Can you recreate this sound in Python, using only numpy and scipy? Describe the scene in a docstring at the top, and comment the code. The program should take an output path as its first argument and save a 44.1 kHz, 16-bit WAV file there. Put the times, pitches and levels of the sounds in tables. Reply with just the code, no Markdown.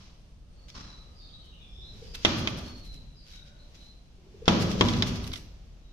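"""A woodpecker flies at a window pane, strikes it and flutters against it, heard in a bare, echoing room.
Each blow shoves the whole pane (a thump), sets it ringing and makes the glass clack. Wings whoop in
flight and brush the glass; claws scuff the frame. A phone's limiter turns the hard blows down and lets
their echo swell back. Outside, a small bird whistles two phrases over the chatter of its flock.
Behind it all are soft rustles, far-off calls, a faint insect, quiet air and a low rumble."""
import sys
import numpy as np
from scipy import signal
from scipy.fft import rfft, irfft
from scipy.io import wavfile
from scipy.ndimage import uniform_filter1d, minimum_filter1d

SR = 44100
rng = np.random.default_rng(int(sys.argv[2]) if len(sys.argv) > 2 else 0)


def to_wav(s):
    """Save 16-bit WAV."""
    ch = np.atleast_2d(s).T  # columns
    pcm = np.round(np.clip(ch, -1, 1) * 32767)  # PCM
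    wavfile.write(sys.argv[1], SR, pcm.astype(np.int16))


N = 261072
T = np.arange(N) / SR

# The bird hits the pane with its weight behind the beak: (time [s], clack [dB], thump [dB], thump [Hz],
# place across the pane [0-1], echo [dB], hollow knock [Hz], knock [dB], boom [Hz], boom [dB])
BLOWS = [(2.249, 8.5, 2, 313, .3, 6, 510, -17, 103, -7),
         (4.4794, 13, 11.5, 375, 0.14, 1.5, 457, -12, 168.3, 1.5),
         (4.8093, 15, 15.5, 320, .27, -3, 1156, -12.5, 100.4, 1.5)]
# Taps of the beak alone: (time [s], clack [dB], ping [Hz], second ping [Hz], echo [dB],
# left minus right [dB])
TAPS = [(2.1477, -30, 3880, 4300, 4, -8), (2.2523, 7, 2680, 3030, -4, -14),
        (2.473, -3.5, 2490, 3050, -5.5, -4), (4.4561, -34, 5550, 4940, 13.5, 0),
        (4.4825, 7, 3220, 2660, -12, -12), (4.885, 2.5, 3220, 3760, -4, -3),
        (4.935, -6, 3550, 4100, 2.5, -6), (5.023, 1, 4030, 5054, -3.5, -2.5),
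        (5.2425, -33, 4000, 4260, -6, -11), (5.3175, -31.5, 4140, 4700, -11, -7),
        (5.3357, -22, 3130, 3820, -18, 1.5), (5.358, -33.5, 2830, 1970, -20, -18)]
# Low tones of the bending pane: (pitch [Hz], level [dB], fade time [s])
# A fade time, t60 in the code, is how long a sound takes to drop by 60 dB.
PANE_TONES = [(55.2, -29.5, 1.1), (105.6, -22, 0.732), (177.9, -19, 0.7), (200.2, -21.5, 0.94),
              (231, -20.5, 0.66), (246, -30.5, 1.1), (323, -24.5, 0.33), (391.3, -27, 0.69),
              (483, -31.5, 0.53), (599, -25, 0.17), (841, -19.5, 0.22), (977, -32.5, 0.6),
              (1004, -29, 0.43), (1160, -29, 0.31)]
# Short tones that make up the clack of the glass: (pitch [Hz], level [dB], fade time [s])
CLACK_TONES = [(1068, -41, 0.0054), (1165, -20.5, 0.012), (1477, -34.5, 0.046), (2060, -13.5, 0.034),
               (2456, -27, 0.024), (2570, -47, 0.057), (3310, -28, 0.025), (3485, 0.5, 0.0046),
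               (4360, -52.5, 0.005), (5110, -19.5, 0.02), (6240, -33, 0.005), (6030, -34, 0.02)]
# Tone colour of the sharp crack where beak meets glass: (frequency [Hz], level [dB])
CRACK_COLOUR = [(200, -25.5), (700, -7), (1200, 2), (2000, -3.5), (3300, 4.5), (5500, -3), (6600, -6),
                (8000, -27.5), (13000, -27.5), (16000, -59)]
# Tone colour of the pane's dull shudder in its frame: (frequency [Hz], level [dB])
SHUDDER_COLOUR = [(60, -25), (250, -11.5), (450, 2), (800, 0.5), (1200, 4), (1800, -12.5), (4000, -47.5)]
# Wingbeats on the flights towards the pane: (time [s], pitch [Hz], level [dB])
WINGBEATS = [(1.791, 375, -53.5), (1.951, 405, -54), (2.027, 465, -41), (4.19, 380, -55.5),
             (4.27, 380, -53.5), (4.348, 410, -45.5), (4.426, 460, -37.5)]
# Wings brushing the glass: (middle time [s], half length [s], level [dB], extra treble [dB])
WING_BRUSHES = [(2.389, 0.03, -34, 10), (2.497, 0.022, -53, 16.5), (2.585, 0.019, -42.5, 7.5),
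                (2.674, 0.055, -55, 4), (2.784, 0.046, -59, 7), (2.862, 0.036, -60.5, 11),
                (2.942, 0.033, -59.5, 11), (4.617, 0.026, -21.5, 2.5), (4.716, 0.028, -29, -3),
                (4.801, 0.025, -40, -9), (4.88, 0.069, -22.5, -4), (4.98, 0.04, -30, -3.5),
                (5.077, 0.024, -30, 2), (5.162, 0.016, -37, 1), (5.245, 0.019, -52, 16),
                (5.276, 0.012, -41.5, 6.5), (5.336, 0.0079, -42.5, 8.5), (5.363, 0.033, -47, 8.5)]
# Lone soft rustles: (middle time [s], half length [s], level [dB], extra treble [dB])
LONE_RUSTLES = [(0.02, 0.15, -59, -23), (0.696, 0.017, -48, -5), (1.457, 0.02, -66.5, 11),
                (2.046, 0.18, -58, -2), (2.152, 0.011, -40, 5), (2.254, 0.056, -44.5, -23),
                (3.332, 0.098, -53.5, -0.5), (3.479, 0.029, -55.5, -21), (3.755, 0.015, -58, -16),
                (3.81, 0.15, -62.5, 1)]
# Tone colour of the brushes and rustles: (frequency [Hz], level [dB])
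RUSTLE_COLOUR = [(300, 2), (700, -9.5), (1300, -2.5), (2000, 2.5), (3000, 7.5), (5800, 6.5), (8000, -9.5),
                 (13000, -13), (16000, -23.5)]
# The bird shifts its grip, then pushes off: (time [s], level [dB], rise time [s], fade time [s])
SCUFFS = [(0, -55.5, 0.0055, 0.7), (0.739, -41.5, 0.012, 0.8)]
# Hollow tone colour of those scuffs: (frequency [Hz], level [dB])
SCUFF_COLOUR = [(40, -5), (110, 6.5), (170, 9), (300, 1.5), (550, -10), (1100, 5), (1600, -2.5),
                (2100, -5.5), (3000, -4), (5600, 0.5), (7500, -20), (14000, -43)]
# The small bird's whistles: (time [s], length [s], start pitch [Hz], end pitch [Hz], level [dB])
SONG_NOTES = [(.48, 0.38, 4450, 4430, -75), (.74, 0.336, 4030, 3948, -66.5), (1.13, 0.14, 4980, 4240, -66),
              (1.18, 0.071, 3720, 3660, -63.5), (1.39, 0.11, 3220, 2950, -78),
              (1.32, 0.039, 3910, 3810, -60), (1.45, 0.045, 3870, 3820, -71),
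              (1.54, 0.15, 2480, 2360, -78.5), (1.59, 0.057, 3600, 3370, -62),
              (1.69, 0.16, 3400, 3650, -62.5), (1.79, 0.12, 3770, 4070, -61),
              (2.58, 0.276, 4436, 4320, -64.5), (2.8, 0.18, 4040, 3990, -63.5),
              (2.97, 0.32, 3990, 3980, -77.5), (3.14, 0.076, 5100, 4400, -68),
              (3.2, 0.057, 4560, 4520, -75), (3.28, 0.16, 3880, 3780, -66),
              (3.57, 0.054, 4340, 3820, -69.5), (3.73, 0.19, 3900, 4150, -68),
              (5.8, 0.23, 3860, 3840, -75.5)]
# Start and end of the flock's sinking chatter: (time [s], pitch [Hz])
CHATTER = [(1.2, 4340), (1.62, 3320)]
# Far-off calls: (middle time [s], half length [s], pitch [Hz], level [dB])
FAR_CALLS = [(1.1, 0.98, 1247, -71), (1.854, 0.33, 5300, -66), (2.153, 0.2, 4875, -55.5),
             (3.452, 0.31, 1495, -67.5), (0.796, .5, 569, -69.5), (3.533, 0.29, 582, -67)]
# Tone colour of the low rumble: (frequency [Hz], level [dB])
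RUMBLE_COLOUR = [(20, -6), (42, 5.5), (70, -3.5), (110, -10.5), (170, -11.5), (260, -21), (500, -39),
                 (1200, -62.5), (4000, -68.5)]
# Tone colour of the quiet air: (frequency [Hz], level [dB])
AIR_COLOUR = [(100, 7), (300, -1.5), (600, -2), (1200, -10), (2000, -13), (2700, -10), (4000, -11),
              (6000, -13.5), (7800, -23.5), (9000, -28.5), (11000, -28.5), (15000, -34)]
# Swells while the bird is near the window: (middle time [s], half length [s], rumble [dB], air [dB])
SWELLS = [(1.004, 1, -63.5, -71.5), (2.06, 0.33, -49, -61.5), (2.946, 0.21, -47, -67.5),
          (3.707, 0.26, -87.5, -69), (4.468, 0.23, -55.5, -65.5), (5.15, 0.67, -50, -64)]
# Bounces off the window recess and nearest wall: (left delay [s], right delay [s], level [dB])
EARLY_ECHOES = [(.0028, 0.0031, -8), (.0046, .0044, -12), (0.0104, .0125, -13.5)]
# The room's long echo, band by band: (frequency [Hz], level [dB], fade time [s])
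ROOM_BANDS = [(38, 4.5, 1.9), (107, 15, 0.74), (213, 7.5, 0.69), (434, -0.5, 0.75), (1090, -3, 0.67),
              (2038, -0.5, 0.6), (3270, -3, 0.6), (5970, -2.5, 0.65), (7950, -3.5, 0.35), (14000, -4, .55)]


def pecks(ping_t60=0.016, knock_t60=0.02, right_lag_s=0.00021, pane_stilled_s=5.29, damping_db_per_s=216):
    """Each strike of the beak shoves the pane, sets its low tones ringing and clacks the glass."""
    direct, to_room = np.zeros((2, N)), np.zeros(N)
    t = T[:SR] - np.array([[0], [right_lag_s]])  # the left side hears it first
    late = t - .0005  # the glass rings just after the first push
    glass = sum(undb(db) * (-1) ** k * ring(late, hz, t60)
                for k, (hz, db, t60) in enumerate(CLACK_TONES))
    tones = pane_tones(2 * SR)
    crack, shudder = undb(12) * click(CRACK_COLOUR), undb(13) * click(SHUDDER_COLOUR)
    for start, clack_db, thump_db, thump_hz, place, echo_db, ping_hz, ping2_hz, pan_db, heavy in hits():
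        sides = undb(np.array([[pan_db], [-pan_db]]) / 2)
        thump = shove(t, thump_hz)
        clack = glass + undb(-7) * ring(late, ping_hz, ping_t60)
        clack += undb(-9) * ring(late, ping2_hz, ping_t60)
        boom = 0
        if heavy:  # a heavy blow also knocks hollowly and boosts the tones near its boom pitch
            knock_hz, knock_db, boom_hz, boom_db = heavy
            thump += undb(knock_db) * ring(t, knock_hz, knock_t60)
            octaves_away = np.log2(np.array(PANE_TONES)[:, 0] / boom_hz)
            boom = undb(boom_db) * np.exp(-(octaves_away / .12) ** 2)
        add(direct, start, sides * (undb(thump_db) * thump + undb(clack_db) * clack))
        add(direct, start, sides * undb(clack_db - 12) * burst(CRACK_COLOUR, t60=0.028))
        add(direct, start + .001, sides * undb(thump_db - 14) * burst(SHUDDER_COLOUR, t60=0.042))
        # a tone rings most when the pane is struck where that tone bends it most
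        strengths = boom + np.sin(np.pi * place * np.arange(1, len(PANE_TONES) + 1))
        # the next blow, or the bird pressing on the glass near the end, stops the ringing
        stop = min([blow[0] for blow in BLOWS if blow[0] > start] + [max(pane_stilled_s, start)])
        damping = undb(-damping_db_per_s * np.maximum(T[:2 * SR] - (stop - start), 0))
        add(direct, start, undb(thump_db) * damping * (strengths @ tones))
        # the room gathers sound from the whole pane, so single tones stand out less
        add(to_room, start, undb(echo_db + thump_db) * (undb(-4) * thump[0] + shudder))
        add(to_room, start, undb(echo_db + clack_db) * (crack + undb(-16) * clack[0]))
    out = direct + undb(2) * room(to_room)
    for left_s, right_s, db in EARLY_ECHOES:
        add(out[0], left_s, undb(db) * direct[0])
        add(out[1], right_s, undb(db) * direct[1])
    return out


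def hits(blow_pings_hz=(3263, 3400), blow_pan_db=3.13, tap_thump_hz=320, tap_place=0.25):
    """List the heavy blows and the taps in one form; each has two pings from the struck spot."""
    rows = [(*blow[:6], *blow_pings_hz, blow_pan_db, blow[6:]) for blow in BLOWS]
    for start, clack_db, *pings_hz, echo_db, pan_db in TAPS:
        thump_db = -11.5 + 1.4 * clack_db  # light taps barely move the pane
        rows.append((start, clack_db, thump_db, tap_thump_hz, tap_place, echo_db,
                     *pings_hz, pan_db, None))
    return rows


def shove(t, hz, cycles=0.67, press_s=0.00042, leak_hz=95):
    """The pane jumps in and springs back: about one wave of pressure, whose deepest bass leaks away."""
    t = np.maximum(t, 0)
    rise = 1 - np.exp(-(t / press_s) ** 2)
    push = np.sin(2 * np.pi * hz * t) * np.exp(-(t * hz / cycles) ** 2) * rise
    return signal.lfilter(*signal.butter(1, leak_hz, "high", fs=SR), push)


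def pane_tones(size, pitch_waver=0.0077, flicker_db=1):
    """The bending pane's tones waver in pitch and strength as it shifts in its frame."""
    slow_noise = colour(rng.standard_normal((2, len(PANE_TONES), size)), [(7, -7), (25, -63.5)])
    drifts, flickers = unit(slow_noise)
    clocks = np.cumsum(1 + pitch_waver * drifts, axis=1) / SR
    return np.array([undb(db + flicker_db * flicker) * ring(t, hz, t60)
                     for (hz, db, t60), t, flicker in zip(PANE_TONES, clocks, flickers)])


def thin_ring(start_s=2.15, level_db=-54.5):
    """The first light tap leaves a faint, high ring at the window."""
    return undb(level_db) * ring(T - start_s, hz=2660, t60=.4)


def wingbeats(half_length_s=0.008, room_db=1):
    """Wings whoop louder as the bird nears the pane; the last, braking beat is the highest."""
    out = sum(undb(db) * swell(middle, half_length_s) * np.sin(2 * np.pi * hz * (T - middle))
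              for middle, hz, db in WINGBEATS)
    return out + undb(room_db) * room(out)


def rustles(grain_db=3, room_db=-3):
    """Wings brush the glass in short puffs of grainy noise; a few soft rustles come on their own."""
    grain = jitter(samples=90)
    noise = unit(colour(stereo_noise(N) * undb(grain_db * grain), RUSTLE_COLOUR))
    treble = colour(noise, [(6500, -19.5), (8500, -2.5)])
    body_level, treble_level = 0, 0
    for middle, half_length, db, treble_db in LONE_RUSTLES + WING_BRUSHES:
        level = undb(db) * swell(middle, half_length)
        body_level += level
        treble_level += undb(treble_db) * level
    out = (noise - treble) * body_level + treble * treble_level
    return out + undb(room_db) * room(out[0])


def scuffs(grain_db=2, room_db=-9):
    """Claws and feathers scuff the frame: a quick rise and a grainy fade."""
    grain = jitter(samples=200)
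    level = 0
    for start, db, rise_s, t60 in SCUFFS:
        t = np.maximum(T - start, 0)
        level += undb(db - 60 * t / t60) * (1 - np.exp(-t / rise_s))
    out = level * unit(colour(stereo_noise(N) * undb(grain_db * grain), SCUFF_COLOUR))
    return out + undb(room_db) * room(out[0])


def small_birds(waver_hz=42, rasp=0.19, chirps=24, chirp_s=0.035, fall_hz=300, chirp_db=-72):
    """One bird whistles while its flock adds short falling chirps; both arrive mostly as echo."""
    song = np.zeros(N)
    quiver = unit(colour(rng.standard_normal(N), [(250, 19), (900, -55)]))
    notes = list(SONG_NOTES)
    chirp_times = np.linspace(CHATTER[0][0], CHATTER[-1][0], chirps)
    for start, (late, detune) in zip(chirp_times, rng.uniform(-1.1, 1, (chirps, 2))):
        hz = np.interp(start, *np.transpose(CHATTER)) * (1 + 0.19 * detune)
        notes.append((start + late * chirp_s / 2, chirp_s, hz + fall_hz / 2, hz - fall_hz / 2, chirp_db))
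    for start, length, start_hz, end_hz, db in notes:
        progress = np.linspace(0, 1, int(length * SR))
        glide_hz = end_hz - start_hz
        wobble_hz = waver_hz + rasp * abs(glide_hz)  # notes that slide far are raspy
        hz = start_hz + glide_hz * progress + wobble_hz * np.roll(quiver, -int(start * SR))[:len(progress)]
        whistle = np.sin(2 * np.pi * np.cumsum(hz) / SR)
        add(song, start, undb(db) * np.sin(np.pi * progress) * whistle)
    return undb(-11) * song + undb(18) * room(song)


def far_calls(width=0.041):
    """Faint calls from far off, blurred into narrow bands of noise."""
    out = np.zeros((2, N))
    for middle, half_length, hz, db in FAR_CALLS:
        size = int(2 * half_length * SR)
        band = signal.butter(2, [hz * (1 - width), hz * (1 + width)], "band", fs=SR, output="sos")
        call = unit(signal.sosfilt(band, rng.standard_normal((2, 2 * SR))[:, :size]))
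        add(out, middle - half_length, undb(db) * np.hanning(size) * call)
    return out


def insect(band_hz=(8400, 9100), level_db=-85.5, throb_db=2.5, until_s=4.2, fade_s=.1):
    """An insect's thin, throbbing shrill outside fades as the listener turns away."""
    band = signal.butter(2, band_hz, "band", fs=SR, output="sos")
    level = undb(level_db + throb_db * jitter(samples=1500))
    fade = (1 - np.tanh((T - until_s) / fade_s)) / 2
    return level * fade * unit(signal.sosfilt(band, stereo_noise(N)))


def background(rumble_db=-51.5, air_db=-62, lull_db=-4.5):
    """Low rumble and quiet air run throughout and rise in the same swells."""
    rumble_level, air_level = undb(rumble_db), undb(air_db)
    for middle, half_length, rumble_swell_db, air_swell_db in SWELLS:
        bump = swell(middle, half_length)
        rumble_level += undb(rumble_swell_db) * bump
        air_level += undb(air_swell_db) * bump
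    air_level *= undb(lull_db * swell(0.44, 0.17))  # the air dips before the take-off
    rumble = unit(colour(stereo_noise(N), RUMBLE_COLOUR))
    air = unit(colour(stereo_noise(N), AIR_COLOUR))
    return rumble * rumble_level + air * air_level


def room(x, build_s=0.0017, size=65536):
    """Hard walls give a dense echo in which each band of pitch dies away at its own rate."""
    t, freqs = T[:size], np.fft.rfftfreq(size, 1 / SR)
    hz, dbs, t60s = np.transpose(ROOM_BANDS)
    noise, echo = rfft(stereo_noise(size)), 0
    for share, db, t60 in zip(np.eye(len(hz)), dbs, t60s):
        band = irfft(noise * np.interp(np.log(freqs + 1), np.log(hz), share))
        fade = undb(-60 * t / t60) * (1 - np.exp(-t / build_s))
        echo += undb(db) * band * fade / np.linalg.norm(fade)
    return signal.fftconvolve(x[None], echo, axes=1)[:, :N]


def ring(t, hz, t60, press_s=0.000067):
    """A struck tone, silent before t = 0; the beak takes a moment to press home."""
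    t = np.maximum(t, 0)
    return np.sin(2 * np.pi * hz * t) * undb(-60 * t / t60) * (1 - np.exp(-(t / press_s) ** 2))


def burst(points, t60, rise_s=0.00025, size=4096):
    """A puff of stereo noise that rises fast and dies away."""
    t = T[:size]
    noise = unit(colour(rng.standard_normal((2, size)), points))
    return noise * undb(-60 * t / t60) * (1 - np.exp(-(t / rise_s) ** 2))


def click(points):
    """A single pulse with the given tone colour."""
    return colour(signal.unit_impulse(2 * SR, idx=96), points)[:SR]


def swell(middle, half_length):
    """A smooth rise and fall in level around the middle time."""
    level = np.zeros(N)
    near = slice(*np.searchsorted(T, [middle - 2 * half_length, middle + 2 * half_length]))
    level[near] = np.exp(-2 * ((T[near] - middle) / half_length) ** 2)
    return level


def jitter(samples):
    """A random wobble; averaging over more samples makes it slower."""
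    return unit(uniform_filter1d(rng.standard_normal(N), size=samples))


def stereo_noise(size, alike_hz=600):
    """White noise whose left and right are alike in the bass and unrelated in the treble."""
    mid, side = rfft(rng.standard_normal((2, size)))
    alike = .92 / (1 + (np.fft.rfftfreq(size, 1 / SR) / alike_hz) ** 4)
    mid, side = mid * np.sqrt((1 + alike) / 2), side * np.sqrt((1 - alike) / 2)
    return irfft(np.array([mid + side, mid - side]), size)


def colour(x, points):
    """Shape the tone of x along a curve of (frequency [Hz], level [dB]) points."""
    hz, db = np.transpose(points)
    freqs = np.fft.rfftfreq(x.shape[-1], 1 / SR)
    return irfft(rfft(x) * undb(np.interp(np.log(freqs + 1), np.log(hz), db)), x.shape[-1])


def add(out, start, x):
    """Mix x into out from the start time, in seconds."""
    i = max(int(start * SR), 0)
    out[..., i:i + x.shape[-1]] += x[..., :N - i]


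def unit(x):
    """Scale x to an average strength (rms) of 1."""
    return x / np.sqrt(np.mean(x ** 2))


def undb(db):
    """Turn decibels into a number to multiply by."""
    return 10 ** (np.asarray(db) / 20)


def scene():
    """The woodpecker at the window and everything around it, in stereo."""
    return (pecks() + thin_ring() + small_birds() + rustles() + background()
            + wingbeats() + scuffs() + insect() + far_calls())


def record(dry, ceiling_db=-1, recover_db_per_s=42, top_hz=14900):
    """A limiter turns down just ahead of each loud peak and recovers slowly; the top treble is cut."""
    over_db = np.maximum(20 * np.log10(np.abs(dry).max(0) + 1e-9) - ceiling_db, 0)
    cut_db = np.maximum.accumulate(over_db + recover_db_per_s * T) - recover_db_per_s * T
    gain = uniform_filter1d(minimum_filter1d(undb(-cut_db), size=129), size=129)
    return signal.sosfilt(signal.ellip(8, .2, 70, top_hz, fs=SR, output="sos"), dry * gain)


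dry = scene()
out = record(dry)
to_wav(out)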